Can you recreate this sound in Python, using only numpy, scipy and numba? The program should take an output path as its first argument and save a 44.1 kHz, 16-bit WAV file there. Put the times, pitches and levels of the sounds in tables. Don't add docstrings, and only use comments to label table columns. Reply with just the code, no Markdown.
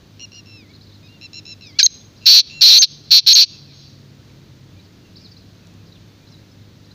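import sys
import numpy as np
from scipy import signal
from scipy.fft import rfft, irfft
from scipy.io import wavfile
from scipy.ndimage import uniform_filter1d
from numba import njit

SR = 44100
rng = np.random.default_rng(int(sys.argv[2]) if len(sys.argv) > 2 else 0)


def transcribe(u):
    v = np.clip(np.atleast_2d(u).T, -1, 1)
    q = np.round(v * 32767).astype(np.int16)
    wavfile.write(sys.argv[1], SR, q)


def convert_level_to_amplitude(level_db):
    exponent = np.asarray(level_db, float) / 20
    return 10 ** exponent


N = 306054
T = np.arange(N) / SR

# start_s, length_s, level_db, snaps_per_s, speedup_per_s (at mid-syllable)
RASPS = [
    (2.257, 0.16, -7, 292, 90),
    (2.61, .180, -7, 303, -5),
    (2.82, 0.037, -6, 340, -0.5),
    (3.107, 0.099, -7, 271, 90),
    (3.264, .071, -7.5, 310, 14.5),
    (3.352, 0.099, -8, 310, -50),
]
# centre_hz, width_hz, level_db
THROAT_MODES = [(3150, 400, -12), (4200, 600, 0), (4900, 400, -2), (6300, 350, -10)]
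# time_s, pitch_hz, level_db
CLUCK_CURVE = [(1.787, 1453, -36), (1.791, 1458, -9), (1.796, 1155, -13.5), (1.798, 835, -11.5),
               (1.808, 809, -14), (1.810, 788, -19.5), (1.813, 720, -19), (1.816, 782, -23.5),
               (1.827, 766, -31)]
# frequency_hz, level_db
CLUCK_THROAT = [(800, -72.5), (1650, -8), (2500, -6.5), (3300, -8), (4200, 5), (5000, 3), (5900, -7),
                (6700, -9.5), (7600, -50.5)]
# start_s, length_s, top_hz, level_db
WHISTLES = [
    (1.8328, .0308, 6500, -11),
    (2.786, .033, 6390, -12.5),
    (3.332, .022, 6490, -12.5),
]
# start_s, ring_s, pitch_hz, level_db
YELPS = [
    (1.8302, .0016, 4050, -1),
    (1.8648, .006, 4100, -1.5),
]
# arrival_s, buildup_s, level_db, decay_db_per_s
ECHOES = [
    (0, .001, -48, 1399),
    (0, .001, -63, 118.5),
    (.418, .04, -83, 74),
]
# time_s, peak_db
CLAW_TICKS = [
    (5.1394, -45),
    (5.6717, -31.5),
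    (5.74, -36),
]
# start_s, length_s, second_partial_hz, level_db, brightness_db (per partial)
PIPES = [(0.194, 0.063, 2836, -40, -0.5), (0.319, 0.088, 2826, -46, -0.5), (1.211, 0.057, 2724, -42, -2.5),
         (1.332, 0.068, 2740, -43, 1), (1.454, 0.087, 2698, -45, 1), (2.216, .045, 2710, -47.5, -1.5),
         (2.499, 0.12, 2734, -40.5, -1), (3.501, 0.073, 2660, -57, 3.5)]
# start_s, length_s, second_partial_hz, level_db, brightness_db
SLIDES = [
    (.459, .261, 2755, -50, 0),
    (1.61, .17, 2780, -46, -2),
    (3.65, .175, 2680, -60, -2),
]
# start_s, length_s, second_partial_hz, level_db, brightness_db
COOS = [(1.03, .055, 2520, -57, -2), (1.082, .1, 2800, -56, -12), (4.765, .04, 2410, -61, -8),
        (5.62, .04, 2600, -65, -8), (5.69, .035, 2600, -65, -8), (5.785, .035, 2600, -65, -8),
        (6.205, .045, 2400, -63, -8)]
# length_share, pitch_ratio, swell_db
LEVEL_SHAPE = [(0, .975, 0), (.45, 1.005, 0), (.86, .993, 2), (1, .94, -7)]
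# before_end_s, pitch_ratio, swell_db
SLIDE_SHAPE = [(.155, .97, 0), (.112, .895, -3), (.058, .735, -12), (.04, .74, -11), (.014, .82, -6),
               (0, .825, -5)]
# from_s, third_db, fourth_db, fifth_db (partials over the second)
HEAD_TURNS = [(0, -4, 0, -19), (1.0, 3, 2, -9), (2.2, -4, -12, -12), (3.4, -8, -4, -14)]
# start_s, length_s, top_hz, level_db
CHIRPS = [(0.314, 0.073, 5000, -54), (0.681, 0.038, 4550, -58), (.727, 0.047, 4350, -51),
          (.806, .048, 4670, -56), (.862, .045, 4450, -55), (.918, 0.051, 4430, -53.5),
          (1.065, .03, 4700, -53), (1.654, 0.043, 5250, -53.5), (2.163, 0.029, 4900, -54),
          (5.155, 0.031, 4700, -47), (5.19, .042, 5220, -57.5), (6.845, 0.027, 4920, -56)]
# start_s, length_s, start_hz, end_hz, level_db
GLIDES = [(1.047, .045, 4980, 3920, -70), (1.121, 0.032, 3750, 3560, -56), (2.004, .023, 3320, 4390, -56),
          (4.287, .021, 2484, 1950, -60), (4.792, 0.019, 3770, 4460, -52.5),
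          (4.823, 0.051, 4650, 4320, -61), (5.039, 0.036, 2800, 2610, -66.5),
          (5.198, 0.084, 2440, 2290, -66), (5.222, .048, 4700, 3700, -46), (5.248, 0.04, 4170, 5380, -56),
          (5.306, .03, 4840, 4053, -52.5), (5.365, 0.0183, 3970, 5260, -49), (5.383, .061, 4490, 3480, -58),
          (5.862, .03, 4900, 3700, -60), (5.916, 0.017, 3734, 4480, -56), (5.948, .024, 3776, 2250, -53.5),
          (1.689, .045, 4890, 3800, -49.5), (1.625, .03, 4023, 4900, -49), (6.27, 0.023, 3860, 5780, -57.5),
          (6.3, 0.035, 5700, 4240, -62), (6.32, 0.039, 4120, 3740, -57), (6.372, 0.025, 3910, 4650, -62),
          (6.51, 0.036, 5170, 5170, -63), (6.886, .038, 3590, 4400, -54.5)]
# time_s, pitch_hz, level_db
DRONE_CURVE = [(0.0, 99.96, -60), (0.09, 102.4, -49), (1.7, 99.4, -49.5), (2.45, 102.8, -56.5),
               (3.44, 99.6, -50), (3.63, 101.7, -51.5), (5.7, 100.4, -51), (6.94, 101.9, -50.5)]
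# multiple, level_db
DRONE_ORDERS = [(1, 0), (1.5, -11), (2, -11), (2.5, -13), (3, -14)]
# start_s, length_s, start_hz, end_hz, level_db
PASSING = [
    (2.6, 2.05, 148, 134, -48.5),
    (4.7, 1.3, 179, 170, -54),
    (6.0, .94, 172, 172, -59),
    (4.7, .12, 96, 90, -47),
]
# frequency_hz, density_db (per Hz)
AIR_SPECTRUM = [(15, -57), (25, -17), (37, -13), (101, -1), (174, -4), (274, -8.5), (305, -8.5), (649, -20),
                (784, -23.5), (2630, -26), (3440, -25.5), (6390, -29), (8150, -43.5), (14300, -45.5),
                (15500, -40)]

DUCK_DB = 12


def spans(tables, edge_s=0.00054):
    s, *columns = np.transpose(np.concatenate(tables))
    gate = 0
    for rows in tables:
        first_s, last_s = rows[0][0], rows[-1][0]
        gate = gate + np.interp(T, [first_s - edge_s, first_s, last_s, last_s + edge_s], [0, 1, 1, 0])
    return np.minimum(gate, 1), [np.interp(T, s, column) for column in columns]


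def at_hz(points, hz):
    point_hz, point_db = np.array(points)[:, 0], np.array(points)[:, 1]
    return np.interp(np.log(hz + 1), np.log(point_hz), point_db)


def rms_one(x):
    return x / np.sqrt(np.mean(x ** 2) + 1e-20)


def drift(rate_hz):
    r = np.exp(-2 * np.pi * rate_hz / SR)
    noise = rng.standard_normal(N + SR)
    return rms_one(signal.lfilter([1], [1, -2 * r, r * r], noise)[SR:])


def band(x, low_hz, high_hz, order=2):
    return signal.sosfilt(signal.butter(order, [low_hz, high_hz], "band", fs=SR, output="sos"), x)


def tone(hz):
    return np.sqrt(2) * np.sin(2 * np.pi * np.cumsum(hz) / SR)


@njit
def swing(x, turn, r):
    y = np.zeros(len(x))
    for i in range(2, len(x)):
        y[i] = (1 - r * r) / 2 * (x[i] - x[i - 2]) + turn[i] * y[i - 1] - r * r * y[i - 2]
    return y


def resonance(x, hz, width_hz):
    r = np.exp(-np.pi * width_hz / SR)
    return swing(x, 2 * r * np.cos(2 * np.pi * hz / SR) + np.zeros(N), r)


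def syllable(s, length, level_db, rate, speedup):
    attack_s, settle_db = .009, .8
    breaks = min(abs(s + length - w[0]) for w in WHISTLES) < .01
    resumes = min(abs(s - w[0] - w[1]) for w in WHISTLES) < .01
    onset_db = -3.5 if resumes else -14
    fade_s, sag_db, end_db = (.0045, 0, -9) if breaks else (.012, -5, -25)
    corners = [0, attack_s, length - fade_s - .016, length - fade_s, length]
    fastest_s = .55 * length
    age = np.sort(np.append(corners, fastest_s))
    shape_db = np.interp(age, corners, [onset_db, settle_db, 0, sag_db, end_db])
    snaps = rate + speedup * np.interp(age, [0, fastest_s, length], [0, 1, -.6])
    main_hz = 4240 + 0 * age
    upper_hz = 5420 + 20000 * age ** 2
    chest_db = 6 * (age <= attack_s)
    return np.transpose([s + age, level_db + shape_db, main_hz, upper_hz, snaps, chest_db])


def rasp(jitter=.011, uneven_db=1.0, breath_db=-24, sweep=.21, wander=.022, open_share=.66, leak=.4):
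    gate, (level_db, main_hz, upper_hz, snaps, chest_db) = spans([syllable(*row) for row in RASPS])
    cycles = np.cumsum(snaps * (1 + jitter * drift(90))) / SR
    phase, count = cycles % 1, cycles.astype(int)
    strength = convert_level_to_amplitude(uneven_db * rng.standard_normal(count[-1] + 1))[count]
    unsteady = wander * drift(20) + .012 * drift(200)
    pitch_hz = main_hz * (1 + sweep * (np.minimum(phase, .8) - .4) + unsteady)
    chop = uniform_filter1d(np.where(phase < open_share, 1, leak) * strength, size=20)
    main = convert_level_to_amplitude(4) * tone(pitch_hz)
    second = convert_level_to_amplitude(-8) * tone(pitch_hz * upper_hz / main_hz)
    voice = chop * (main + second)
    breath = convert_level_to_amplitude(breath_db) * rng.standard_normal(N) * np.exp(-1.5 * phase)
    drive = (np.diff(count, prepend=0) > 0) * strength + breath
    rings = -convert_level_to_amplitude(-4) * resonance(drive, upper_hz, 450)
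    for k, (hz, width_hz, db) in enumerate(THROAT_MODES):
        rings += (-1) ** k * convert_level_to_amplitude(db) * resonance(drive, hz, width_hz)
    low = convert_level_to_amplitude(-20) * rms_one(band(resonance(drive, 2620, 600), 2300, 3300, order=3))
    chest = convert_level_to_amplitude(chest_db - 39) * rms_one(resonance(resonance(drive, 1600, 300), 1620, 450))
    voice = band(rms_one(voice) + convert_level_to_amplitude(-4.5) * rms_one(rings), 3000, 5935, order=4) + low + chest
    even = np.sqrt(uniform_filter1d(voice ** 2, size=330))
    return gate * convert_level_to_amplitude(level_db + 1.5) * voice / even


def cluck():
    gate, (hz, level_db) = spans([CLUCK_CURVE])
    hz = hz * (1 + 0.012 * drift(190))
    smear = rng.uniform(0, 2 * np.pi, 10)
    turn = 2 * np.pi * np.cumsum(hz) / SR
    stack = sum(convert_level_to_amplitude(at_hz(CLUCK_THROAT, k * hz)) * np.sin(k * turn + smear[k]) for k in range(1, 10))
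    hoarse = rms_one(band(resonance(rng.standard_normal(N), 4500, 1200), 2800, 6800, order=4))
    return gate * (convert_level_to_amplitude(level_db) * stack + convert_level_to_amplitude(.7 * level_db - 11) * hoarse)


def whistle():
    climb_hz_per_s, top_at, drop_s, drop_hz = 13000, .54, .002, 5200
    pure = []
    for s, length, hz, db in WHISTLES:
        top_s = top_at * length
        pure.append([(s, hz - climb_hz_per_s * top_s, db + 2), (s + top_s, hz, db),
                     (s + length - drop_s, .985 * hz, db + 4), (s + length, drop_hz, db + 4)])
    yelps = []
    for s, ring_s, hz, db in YELPS:
        yelps.append([(s - .001, hz, db - 3.0), (s, hz, db), (s + ring_s, hz, db - 3500 * ring_s)])
    gate, (hz, level_db) = spans([yelps[0] + pure[0] + yelps[1]] + pure[1:])
    breath = convert_level_to_amplitude(-19) * rms_one(resonance(resonance(rng.standard_normal(N), 4200, 700), 4200, 900))
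    return gate * convert_level_to_amplitude(level_db + 0.31 * drift(120)) * (tone(hz) + convert_level_to_amplitude(-31.5) * tone(hz / 2) + breath)


def scrub(x):
    delay = np.arange(SR) / SR
    height = 0
    for s, rise_s, db, fall_db in ECHOES:
        buildup = np.clip(1 + (delay - s) / rise_s, 0, 1) ** 2
        height = height + convert_level_to_amplitude(db - fall_db * np.maximum(delay - s, 0)) * buildup
    answer = height * rng.standard_normal(SR)
    sideways = x - .55 * resonance(x, 4250, 800)
    return signal.fftconvolve(sideways, band(answer, 1900, 5800))[:N]


def ticks():
    out = np.zeros(N)
    for s, peak_db in CLAW_TICKS:
        out[round(s * SR)] = convert_level_to_amplitude(peak_db + 10.5)
    return band(out, 3000, 6700)


def piped_notes():
    voiced = [row[0] for row in PIPES + SLIDES]
    notes = []
    for row in sorted(PIPES + SLIDES + COOS):
        s, length, hz, level_db, bright_db = row
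        if row in SLIDES:
            shape = [(0.00029, 0.98, 0)] + [(length - before, ratio, db) for before, ratio, db in SLIDE_SHAPE]
        else:
            shape = [(share * length, ratio, db) for share, ratio, db in LEVEL_SHAPE]
        follows = any(0 < s - earlier < .3 for earlier in voiced)
        period_s, closing_s = (.0135, .066) if follows else (.0085, .032)
        if row in COOS:
            closing_s = 1 / SR
        rows = [(s + age, hz * ratio, level_db + db) for age, ratio, db in shape]
        notes.append((rows, bright_db, period_s, closing_s))
    return notes


def piping(first_gap_s=.007, gap_s=.0028, edge_s=.0008):
    tables, *per_note = zip(*piped_notes())
    gate, (hz, swell_db) = spans(tables)
    starts = np.array([rows[0][0] for rows in tables])
    note = np.maximum(np.searchsorted(starts, T + .005) - 1, 0)
    age = T - starts[note]
    bright_db, period, closing = np.array(per_note)[:, note]
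    from_gap = period * np.abs(((age - first_gap_s) / period + .5) % 1 - .5)
    stutter = np.clip((from_gap - gap_s * (1 - age / closing)) / edge_s, .05, 1)
    sag_db = -.022 * np.maximum(2450 - hz, 0)
    phrase_s, *upper_db = np.transpose(HEAD_TURNS)
    phrase = np.searchsorted(phrase_s, T, side="right") - 1
    part_db = [0] + [db[phrase] for db in upper_db]
    notes = sum(convert_level_to_amplitude(db + k * (sag_db + bright_db)) * tone(hz * (k + 2) / 2) for k, db in enumerate(part_db))
    return gate * stutter * convert_level_to_amplitude(swell_db) * notes


def twitter(upper=1.15, upper_db=-9, point=1.5):
    out = np.zeros(N)
    foot = 0.78
    midway = .25
    arches = [(s, length, foot * hz, hz, foot * hz, db) for s, length, hz, db in CHIRPS]
    glides = [(s, length, a, a + midway * (b - a), b, db) for s, length, a, b, db in GLIDES]
    for s, length, start_hz, middle_hz, end_hz, level_db in arches + glides:
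        u = np.linspace(-1, 1, round(length * SR))
        bend_hz = (start_hz + end_hz) / 2 - middle_hz
        hz = middle_hz + (end_hz - start_hz) / 2 * u + bend_hz * np.abs(u) ** point
        at = round(s * SR)
        note = convert_level_to_amplitude(level_db) * np.sqrt(1 - u ** 2) * (tone(hz) + convert_level_to_amplitude(upper_db) * tone(upper * hz))
        out[at:at + len(u)] += note[:N - at]
    return out * convert_level_to_amplitude(4.0 * drift(60))


def engines():
    gate, (hz, level_db) = spans([DRONE_CURVE])
    hz = hz * (1 + .003 * drift(2))
    out = sum(convert_level_to_amplitude(level_db + order_db + 0.83 * drift(0.25)) * tone(k * hz) for k, order_db in DRONE_ORDERS)
    for s, length, start_hz, end_hz, level_db in PASSING:
        gate, (hz,) = spans([[(s, start_hz), (s + length, end_hz)]], edge_s=0.13)
        out += gate * convert_level_to_amplitude(level_db + 1.2 * drift(2.9)) * tone(hz)
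    return out


def air():
    colour = convert_level_to_amplitude(at_hz(AIR_SPECTRUM, np.fft.rfftfreq(N, 1 / SR)))
    coloured = irfft(rfft(rng.standard_normal(N)) * colour, N)
    bright_hiss = rms_one(band(rng.standard_normal(N), 3600, 4700))
    insects = rms_one(band(rng.standard_normal(N), 14200, 15100))
    return convert_level_to_amplitude(-48 + drift(1.1) / 2) * rms_one(coloured) + convert_level_to_amplitude(-74) * insects + convert_level_to_amplitude(-62.5) * bright_hiss


def scene():
    near = convert_level_to_amplitude(DUCK_DB) * (rasp() + cluck() + whistle())
    piper, small = piping(), twitter()
    echoes = scrub(near + convert_level_to_amplitude(10) * piper + convert_level_to_amplitude(26) * small)
    return (near + echoes + piper + small + ticks() + engines() + air())[None]


def roll_off(x):
    return signal.sosfilt(signal.butter(12, 15690, fs=SR, output="sos"), x)


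def record(dry, start_db=-26, release_db=170, attack_s=.001):
    level_db = 10 * np.log10(uniform_filter1d(dry[0] ** 2, size=130) + 1e-12)
    duck_db = np.clip(.7 * (level_db - start_db), 0, DUCK_DB)
    held_db = np.maximum.accumulate(duck_db + release_db * T) - release_db * T
    r = np.exp(-1 / (attack_s * SR))
    gain = convert_level_to_amplitude(-signal.lfilter([1 - r], [1, -r], held_db))
    loud = np.clip(dry * gain, -.89, .89)
    mix = signal.sosfilt(signal.cheby2(14, 55, 15720, fs=SR, output="sos"), loud)
    return roll_off(mix)


dry = scene()
out = record(dry)
transcribe(out)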